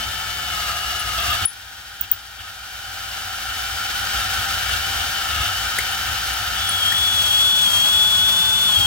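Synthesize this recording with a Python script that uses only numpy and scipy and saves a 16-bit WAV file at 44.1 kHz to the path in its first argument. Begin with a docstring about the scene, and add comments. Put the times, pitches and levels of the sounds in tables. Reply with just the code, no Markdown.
"""A garage, stereo microphone close to a vise: an electric drill bores a block of aluminium.
Motor and gears whine, sag and rattle as the bit bites, over fan hiss and a shaking bench. The bit
chatters when it grabs; chips stick, slip and squeal, and the first loud squeal, near 10 kHz, ducks the
recorder's gain. Near 7 s the cut dissolves into the bit spinning in the open hole, where one motor
order sings."""
import sys
import numpy as np
from scipy import signal
from scipy.fft import rfft, irfft, next_fast_len
from scipy.io import wavfile
from scipy.ndimage import uniform_filter1d, minimum_filter1d

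SR = 44100
rng = np.random.default_rng(int(sys.argv[2]) if len(sys.argv) > 2 else 0)


def to_wav(sig):
    """Store sig (one row per channel, or 1-D mono) as 16-bit WAV at the path in sys.argv[1].

    Samples outside -1..1 are clipped; the rate is SR.
    """
    pcm = np.clip(np.atleast_2d(sig), -1, 1) * 32767
    pcm = np.round(pcm).astype(np.int16)
    wavfile.write(sys.argv[1], SR, pcm.T)  # frames by channels


N = 390726
TIME = np.arange(N) / SR


def gain_of(db):
    """Decibels to amplitude."""
    return 10 ** (np.asarray(db) / 20)


def unit_rms(x):
    """Scales to rms 1."""
    return x / np.sqrt(np.mean(abs(x) ** 2) + 1e-20)


def over_time(points):
    """A timed table, joined by straight lines at every sample."""
    return np.interp(TIME, *np.transpose(points))


def over_frequency(points, hz):
    """A short spectrum, joined on a log-frequency axis."""
    f, value = np.transpose(points)
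    return np.interp(np.log(hz + 1), np.log(f + 1), value)


def panned(db):
    """Left and right gains of mean power 1."""
    return unit_rms(gain_of(np.array([[db], [-db]]) / 2))


def drift(hz):
    """A complex random signal of rms 1 that wanders at up to about hz."""
    count = 16384
    f = np.fft.fftfreq(count, TIME[-1] / count)
    white = rng.standard_normal(count) + 1j * rng.standard_normal(count)
    slow = np.fft.ifft(np.fft.fft(white) / (1 + (f / hz) ** 2))
    return np.interp(np.linspace(0, count - 1, N), np.arange(count), unit_rms(slow))


# how alike the microphone's two ports hear noise: f/Hz, correlation
PORT_LIKENESS = [(60, 2), (150, -0.1), (400, 0.9), (1400, 0.14), (3000, 0.15), (5000, 0.78), (9000, 0.36),
                 (14000, 1)]
# how far the left port leads: f/Hz, phase/rad
PORT_LEAD = [(0, -0.61), (1400, 0.76), (3000, 0.92), (5000, 1.69), (9000, 1.3), (14000, 1.6)]
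# balance of the ports: f/Hz, left-right/dB
PORT_BALANCE = [(60, 0.5), (110, 4), (200, 0.5), (380, -0.5), (700, -1.5), (1290, 2.5), (2380, 1.5),
                (4400, 0.5), (8120, 1.5), (15000, 1.5)]

def stereo_noise(colour, band_hz):
    """Coloured noise at the microphone's two ports, with rms 1 inside a band."""
    size = next_fast_len(N)
    hz = np.fft.rfftfreq(size, 1 / SR)
    left, unrelated = rfft(rng.standard_normal((2, size)))
    alike = np.clip(over_frequency(PORT_LIKENESS, hz), -1, 1)
    balance_db = over_frequency(PORT_BALANCE, hz)
    lag = np.exp(-1j * over_frequency(PORT_LEAD, hz))
    right = (alike * left + np.sqrt(1 - alike ** 2) * unrelated) * lag
    spectra = np.array([left * gain_of(balance_db / 2), right * gain_of(-balance_db / 2)]) * colour(hz)
    in_band = (hz > band_hz[0]) & (hz < band_hz[1])
    power = 2 * np.mean(abs(spectra[:, in_band]) ** 2, 0).sum()
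    return irfft(spectra, size)[:, :N] * size / np.sqrt(power)


HOUSING_HZ, HOUSING_WIDTH_HZ, HOUSING_LIFT_DB = 2985, 140, 5.5

def whine(speed, orders, rough, blur_hz, apart, lead_ms):
    """Tones locked to the shaft, lifted near the housing's resonance, smeared by uneven tooth contact."""
    turns, out = np.cumsum(speed) / SR, np.zeros((2, N))
    rough, smear, stray = np.clip(rough, 0, 1), drift(blur_hz), drift(blur_hz / 2)
    for multiple, db, pan_db in orders:
        start, shift = rng.random(2)
        amplitude = np.sqrt(1 - rough) + np.sqrt(rough) * np.roll(smear, int(shift * N))
        lift_db = HOUSING_LIFT_DB / (1 + (2 * (multiple * speed - HOUSING_HZ) / HOUSING_WIDTH_HZ) ** 2)
        # reflections reach the two ports differently, and the left port is a little nearer
        side = apart * np.roll(stray, int(start * N))
        early = np.exp(2j * np.pi * multiple * np.mean(speed) * lead_ms / 1000)
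        ports = np.array([(amplitude + side) * early, amplitude - side])
        tone = np.exp(2j * np.pi * (multiple * turns + start))
        out += gain_of(db + lift_db) * panned(pan_db) * (ports * tone).real
    return out


def rattle(modes):
    """Knocks, so dense that they merge into noise, set a few broad resonances ringing."""
    def colour(hz):
        return np.sqrt(sum(gain_of(db) ** 2 / (1 + ((hz - f) / width) ** 2) ** 4
                           for f, width, db in modes))
    return stereo_noise(colour, band_hz=(500, 5000))


def hiss(spectrum, ring):
    """Air from the motor fan and the rub of the flutes, coloured by the ringing metal."""
    def colour(hz):
        lift_db = sum(db / (1 + (2 * (hz - f) / width) ** 2) for f, width, db in ring)
        return gain_of(over_frequency(spectrum, hz) + lift_db)
    return stereo_noise(colour, band_hz=(4000, 8000))


def rumble(spectrum):
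    """The bench shakes under the vise."""
    return stereo_noise(lambda hz: gain_of(over_frequency(spectrum, hz)), band_hz=(35, 130))


# the motor as the hand leans and eases off, before grabs and shake: t/s, speed/(turns/s)
CUT_SPEED = [(0.0, 438), (0.2, 443), (0.5, 429), (0.71, 407), (0.83, 418), (1.05, 422), (1.27, 407),
             (1.47, 461), (1.62, 469), (2.6, 462), (3.2, 452), (3.93, 459), (4.7, 451), (5.15, 456),
             (5.42, 432), (5.61, 458), (6.6, 448), (7.4, 450)]
# depth of the cut, heard as loudness: t/s, level/dB
CUT_DEPTH = [(0.0, -4.5), (0.4, -5), (0.65, -2), (1.05, -3), (1.25, 0), (1.5, -2), (1.8, 1), (2.3, -0.5),
             (3.0, 3.5), (3.8, 2.5), (4.4, -0.05), (6.5, -1)]
# gear whine: multiple of motor speed, level/dB, left-right/dB
CUT_GEARS = [(1.25, -28, 9), (1.64, -14, 0), (1.74, -10, 14.5), (2.75, -19, 23), (3.0, -3.5, 1),
             (3.16, -7, -3), (3.22, -6, -7), (3.38, -7, 9), (3.58, -11, 1), (5.0, -24, 6),
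             (5.12, -12.6, 19), (6.59, -9.5, 5), (6.8, -15, 14)]
# rotor whine: multiple of motor speed, level/dB, left-right/dB
CUT_ROTOR = [(0.37, -11.5, 0.5), (1.0, -19, -7), (1.999, -6.5, 11), (4.0, 0.2, 5), (5.118, -6, 18),
             (7.0, 3.5, 15), (8.0, -3, 15), (8.501, -14, 27)]
# resonances of gear case and vise: f/Hz, width/Hz, level/dB
CASE_MODES = [(751, 173, -6.5), (1268, 46, 5), (1560, 92, -7), (1680, 270, -2), (2235, 80, -6),
              (2915, 320, -1.5)]
# spectrum of fan air and rubbing: f/Hz, level/dB
CUT_AIR = [(130, -3.5), (170, -5), (280, -4.5), (400, -8.5), (600, -5), (1050, 0), (2000, 4), (2600, 4),
           (3700, 6), (5500, 1.5), (8500, -5.5), (10300, -7), (13000, -7), (15500, -3)]
# resonances of bit and block: f/Hz, width/Hz, lift/dB
CUT_RESONANCES = [(163, 13, 4.5), (3570, 200, 2.5), (4530, 100, 4.5), (4935, 72, 6.5), (5480, 200, 3.5),
                  (6030, 230, 5), (7530, 640, 3.5), (9420, 260, 5), (10340, 360, 6), (12600, 400, 5),
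                  (15000, 400, 2.5)]
# spectrum of the shaking bench: f/Hz, level/dB
CUT_BENCH = [(15, -45), (30, -34), (45, -18), (58, 7), (76, -4.5), (95, 1.5), (118, -7.5), (142, -30),
             (166, -20), (190, -20), (300, -24.5), (500, -61)]
FREE_SPEED, LOAD_PER_SPEED_LOST = 467, 0.0032  # turns/s; load gained for each one lost
LIGHT_LOAD, GRAB_LOAD, GRAB_SAG = 0.29, 0.57, 0.03  # base load; hardest grab's load, share of speed lost
GEAR_DB, ROTOR_DB, RATTLE_DB, HISS_DB, RUMBLE_DB = -27.5, -39, -26, -30, -37.5  # before depth and load
GEAR_LOAD_DB, HISS_LOAD_DB = 1.5, 2  # growth per unit of added load

def cutting(grip, jolt):
    """The bit cuts, close up: load slows and shakes the motor and makes the gears rougher and louder."""
    held_speed, depth_db, grab = over_time(CUT_SPEED), over_time(CUT_DEPTH), grip / grip.max()
    strain = LOAD_PER_SPEED_LOST * (FREE_SPEED - held_speed) + GRAB_LOAD * grab
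    load = np.clip(LIGHT_LOAD + strain, 0, 1)
    shake = 0.013 * load ** 2 * drift(hz=17).real + 0.0039 * load * drift(hz=7).real
    speed = held_speed * (1 - GRAB_SAG * grab + shake)
    gears = whine(speed, CUT_GEARS, rough=1.3 * load, blur_hz=32.6, apart=0.22, lead_ms=0.076)
    gears *= gain_of(GEAR_DB + depth_db + GEAR_LOAD_DB * strain)
    rotor = whine(speed, CUT_ROTOR, rough=0.7 * load ** 2, blur_hz=35, apart=0.2, lead_ms=0.04)
    rotor *= gain_of(ROTOR_DB - 0.32 * depth_db)  # a deep cut damps the rotor's whine
    bite_db = 2.8 * load * drift(hz=25).real  # the lips catch and let go
    knocks = np.sqrt(load) * rattle(CASE_MODES)
    knocks *= gain_of(RATTLE_DB + 0.91 * depth_db + GEAR_LOAD_DB * strain + bite_db)
    air = hiss(CUT_AIR, CUT_RESONANCES)
    air *= gain_of(HISS_DB + 0.79 * depth_db + HISS_LOAD_DB * strain + 1.06 * bite_db)
    bench = (gain_of(RUMBLE_DB + 0.48 * depth_db) + jolt) * rumble(CUT_BENCH)
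    return gears + rotor + knocks + air + bench


# the bit's lips grab the metal: peak t/s, chatter level/dB, half length/s, jolt level/dB
LIP_GRABS = [(0.01, -37, 0.063, -35.5), (1.207, -27.5, 0.034, -40), (1.294, -27.5, 0.022, -36),
             (1.34, -23, 0.026, -42), (1.43, -31.5, 0.023, -32), (2.027, -25.5, 0.034, -33),
             (2.124, -31, 0.026, -38), (2.403, -28, 0.026, -38), (2.474, -28, 0.03, -46),
             (3.497, -32.5, .02, -44), (4.202, -31, 0.052, -43), (4.377, -37.5, 0.0504, -38),
             (4.729, -30, 0.049, -46), (5.009, -30.5, 0.0246, -54), (5.402, -26.5, 0.1, -36),
             (6.092, -37.5, 0.048, -39), (8.814, -29, 0.04, -28)]

def grabs():
    """Each grab swells and lets go: envelopes of the grip on the bit and the jolt to the bench."""
    grip, jolt = np.zeros((2, N))
    for peak_s, chatter_db, half_s, jolt_db in LIP_GRABS:
        swell = np.exp(-np.minimum(((TIME - peak_s) / half_s) ** 2, 20))
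        grip += gain_of(chatter_db) * swell
        jolt += gain_of(jolt_db) * swell
    return grip, jolt


# bending modes of the bit: f/Hz, width/Hz, level/dB
BIT_MODES = [(2750, 160, -4.5), (3300, 130, -1.5), (3660, 98, -4)]

def chatter(grip):
    """Each grab rings the bending modes of the bit in a stuttering burst."""
    stutter = unit_rms(gain_of(5.5 * drift(hz=70).real))
    return grip * stutter * rattle(BIT_MODES)


# chips on the bit: t/s, level/dB, start f/Hz, end f/Hz, length/s, rasp/0-1, left-right/dB
CHIP_SQUEALS = [(0.992, -24, 10700, 10400, 0.013, 0.1, 9), (1.2, -28, 13200, 14800, .01, 0.6, 1),
                (1.308, -27, 13400, 13500, .012, .1, 1), (1.453, 6, 9740, 10570, 0.014, 0, 9),
                (2.01, 5, 15600, 14900, 0.0084, 0.05, -8), (2.1145, 11, 15560, 15100, 0.01, 0, 5),
                (5.783, -14, 1440, 2308, 0.016, 0.7, 5), (5.784, -21, 9020, 8680, 0.0097, 0.83, 3),
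                (5.91, -30, 10300, 10680, 0.011, 0.1, 1), (6.333, -28, 9500, 9510, .008, 0.21, 1),
                (6.69, -15, 9535, 10070, 0.0097, 0.2, -3), (6.916, -17, 1530, 2000, 0.02, 0.5, 11)]

def squeals():
    """A chip sticks and slips on the bit for some milliseconds: a gliding tone with a scrape in it."""
    out = np.zeros((2, N))
    for start_s, db, start_hz, end_hz, length_s, rasp, pan_db in CHIP_SQUEALS:
        start, count = round(start_s * SR), max(int(length_s * SR), 16)
        progress = np.linspace(0, 1, count)
        hz = end_hz + (start_hz - end_hz) * (1 - progress) ** 2
        tone = np.sin(2 * np.pi * np.cumsum(hz) / SR)
        scrape = rasp * 0.53 * (1 + tone) * rng.standard_normal(SR)[:count]
        swell = np.sin(np.pi * progress ** 0.7) ** 2
        out[:, start:start + count] += gain_of(db) * panned(pan_db) * swell * (tone + scrape)
    return out


# the garage's short reverberation: f/Hz, t60/s
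GARAGE_DECAY = [(200, 0.18), (3000, 0.25), (10000, 0.19), (15000, 0.1)]

def garage(direct, wet_db):
    """The room adds sparse reflections of random sign from 3 ms on, the top treble dying first."""
    size = SR // 2
    taps = rng.choice([-1, 1], (2, size)) * (rng.random((2, size)) < 0.06) * (TIME[:size] > 0.003)
    hz, t, spectra = signal.stft(taps, SR, nperseg=256)
    decay = np.exp(-np.log(1000) * t / over_frequency(GARAGE_DECAY, hz)[:, None])
    tail = signal.istft(spectra * decay, SR, nperseg=256)[1]
    reflections = signal.fftconvolve(direct, tail / np.linalg.norm(tail[0]), axes=1)[:, :N]
    return direct + gain_of(wet_db) * reflections


# pitch of the singing motor order: t/s, f/Hz
SING_PITCH = [(6.68, 3412), (6.78, 3345), (6.85, 3235), (6.98, 3408), (7.14, 3418), (7.27, 3305),
              (7.44, 3418), (7.61, 3420), (7.69, 3300), (7.78, 3265), (7.92, 3405), (8.07, 3426),
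              (8.18, 3395), (8.42, 3468), (8.67, 3450), (8.78, 3290), (8.86, 3305)]
# the drill sways in the hand: t/s, facing the microphone/0-1
FACING = [(7.05, 0.42), (7.27, 0.34), (7.5, .6), (7.75, 0.16), (7.98, 0.8), (8.2, 0.68), (8.5, 0.15),
          (8.65, 0.3), (8.78, 0.74)]
# gear whine in the open hole: multiple of motor speed, level/dB, left-right/dB
OPEN_GEARS = [(0.38, -42, 3), (0.5, -45, 2), (2.0, -37.5, -4), (2.5, -40.5, 14.5), (3.25, -39, 1),
              (3.5, -32, -3), (4.001, -45, -12), (6.0, -40, 21), (6.751, -38.5, -1), (7.001, -35.5, 17.5)]
# spectrum of fan air and rubbing: f/Hz, level/dB
OPEN_AIR = [(130, -13), (170, -1), (380, -8), (650, 1), (1000, 2), (1350, 8), (2100, 1), (2600, 5),
            (2980, 8), (3600, 6), (4300, 4), (5800, 3), (10000, -2), (15500, -0.5)]
# resonances of bit and block: f/Hz, width/Hz, lift/dB
OPEN_RESONANCES = [(640, 90, 1.8), (4360, 240, 5.3), (5700, 200, 2.2), (6930, 180, 3.9), (7570, 640, 3.3),
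                   (8300, 122, 2.9), (8800, 290, 4.4), (10200, 270, 2.2), (12300, 250, 2.4),
                   (13700, 290, 2.5)]
# spectrum of the shaking bench: f/Hz, level/dB
OPEN_BENCH = [(15, -45), (30, -34), (48, -2), (75, 4.5), (110, 2), (138, -16), (166, -3), (190, -18),
              (215, -15), (260, -24), (320, -13), (500, -52)]
SING_ORDER, SING_DB, FACING_DB = 8, -15.5, 4.5  # multiple of motor speed; turned away; added by facing
OPEN_HISS_DB, RUB_DB, OPEN_RUMBLE_DB, GEARS_GROW_DB_PER_S = -29, 2, -40, 2.5

def spinning(jolt):
    """In the open hole one motor order sings, and warbles over more hiss when the bit rubs and slows."""
    pitch, facing = over_time(SING_PITCH), over_time(FACING)
    sag = (pitch.max() - pitch) / np.ptp(pitch)
    speed = pitch / SING_ORDER * (1 + (0.001 + 0.0048 * sag) * drift(hz=17.5).real)
    lead_ms = 0.135 - 0.045 * facing  # the left port hears it first, less so when the drill faces it
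    song = whine(speed, [(SING_ORDER, 0, 4.5)], rough=0.02 + 0.25 * sag ** 2,
                 blur_hz=50, apart=0.08, lead_ms=lead_ms)
    song *= gain_of(SING_DB + FACING_DB * facing)
    gears = whine(speed, OPEN_GEARS, rough=0.26 + 0.18 * sag, blur_hz=26, apart=0.17, lead_ms=0.092)
    gears *= gain_of(GEARS_GROW_DB_PER_S * (TIME - TIME[-1]))
    flicker_db = 1.3 * drift(hz=30).real
    air = gain_of(OPEN_HISS_DB + RUB_DB * sag + flicker_db) * hiss(OPEN_AIR, OPEN_RESONANCES)
    bench = (gain_of(OPEN_RUMBLE_DB) + jolt) * rumble(OPEN_BENCH)
    return song + gears + air + bench


def scene():
    """At the vise the cut dissolves into the free run; the bit chatters and chips squeal over both."""
    grip, jolt = grabs()
    dissolve = np.interp(TIME, [6.55, 7.4], [0, 1])
    drill = np.sqrt(1 - dissolve) * cutting(grip, jolt) + np.sqrt(dissolve) * spinning(jolt)
    return drill + chatter(grip) + garage(squeals(), wet_db=-9)


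LIMIT_DB, HOLD_S, RECOVER_DB_PER_S, BAND_LIMIT_HZ = -11.7, 1.0, 7.4, 15950

def record(dry):
    """The recorder's gain drops at a peak, holds and creeps back; then clipping and the band limit."""
    # the gain control is deaf to the top treble
    sensed = signal.sosfiltfilt(signal.butter(8, 12500, fs=SR, output="sos"), dry)
    power_db = 10 * np.log10(abs(uniform_filter1d((sensed ** 2).mean(0), size=200)) + 1e-12)
    over_db = np.maximum(power_db - LIMIT_DB, 0)
    half_hold = int(HOLD_S * SR) // 2
    held_db = -minimum_filter1d(-over_db, 2 * half_hold + 1, origin=half_hold)
    recovery_db = TIME * RECOVER_DB_PER_S
    duck_db = uniform_filter1d(np.maximum.accumulate(held_db + recovery_db) - recovery_db, size=100)
    ducked = np.clip(dry / gain_of(duck_db), -1, 1)
    lowpass = signal.firwin(401, BAND_LIMIT_HZ, window=("kaiser", 9), fs=SR)
    return signal.oaconvolve(ducked, lowpass[None], "same")


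dry = scene()
out = record(dry)
to_wav(out)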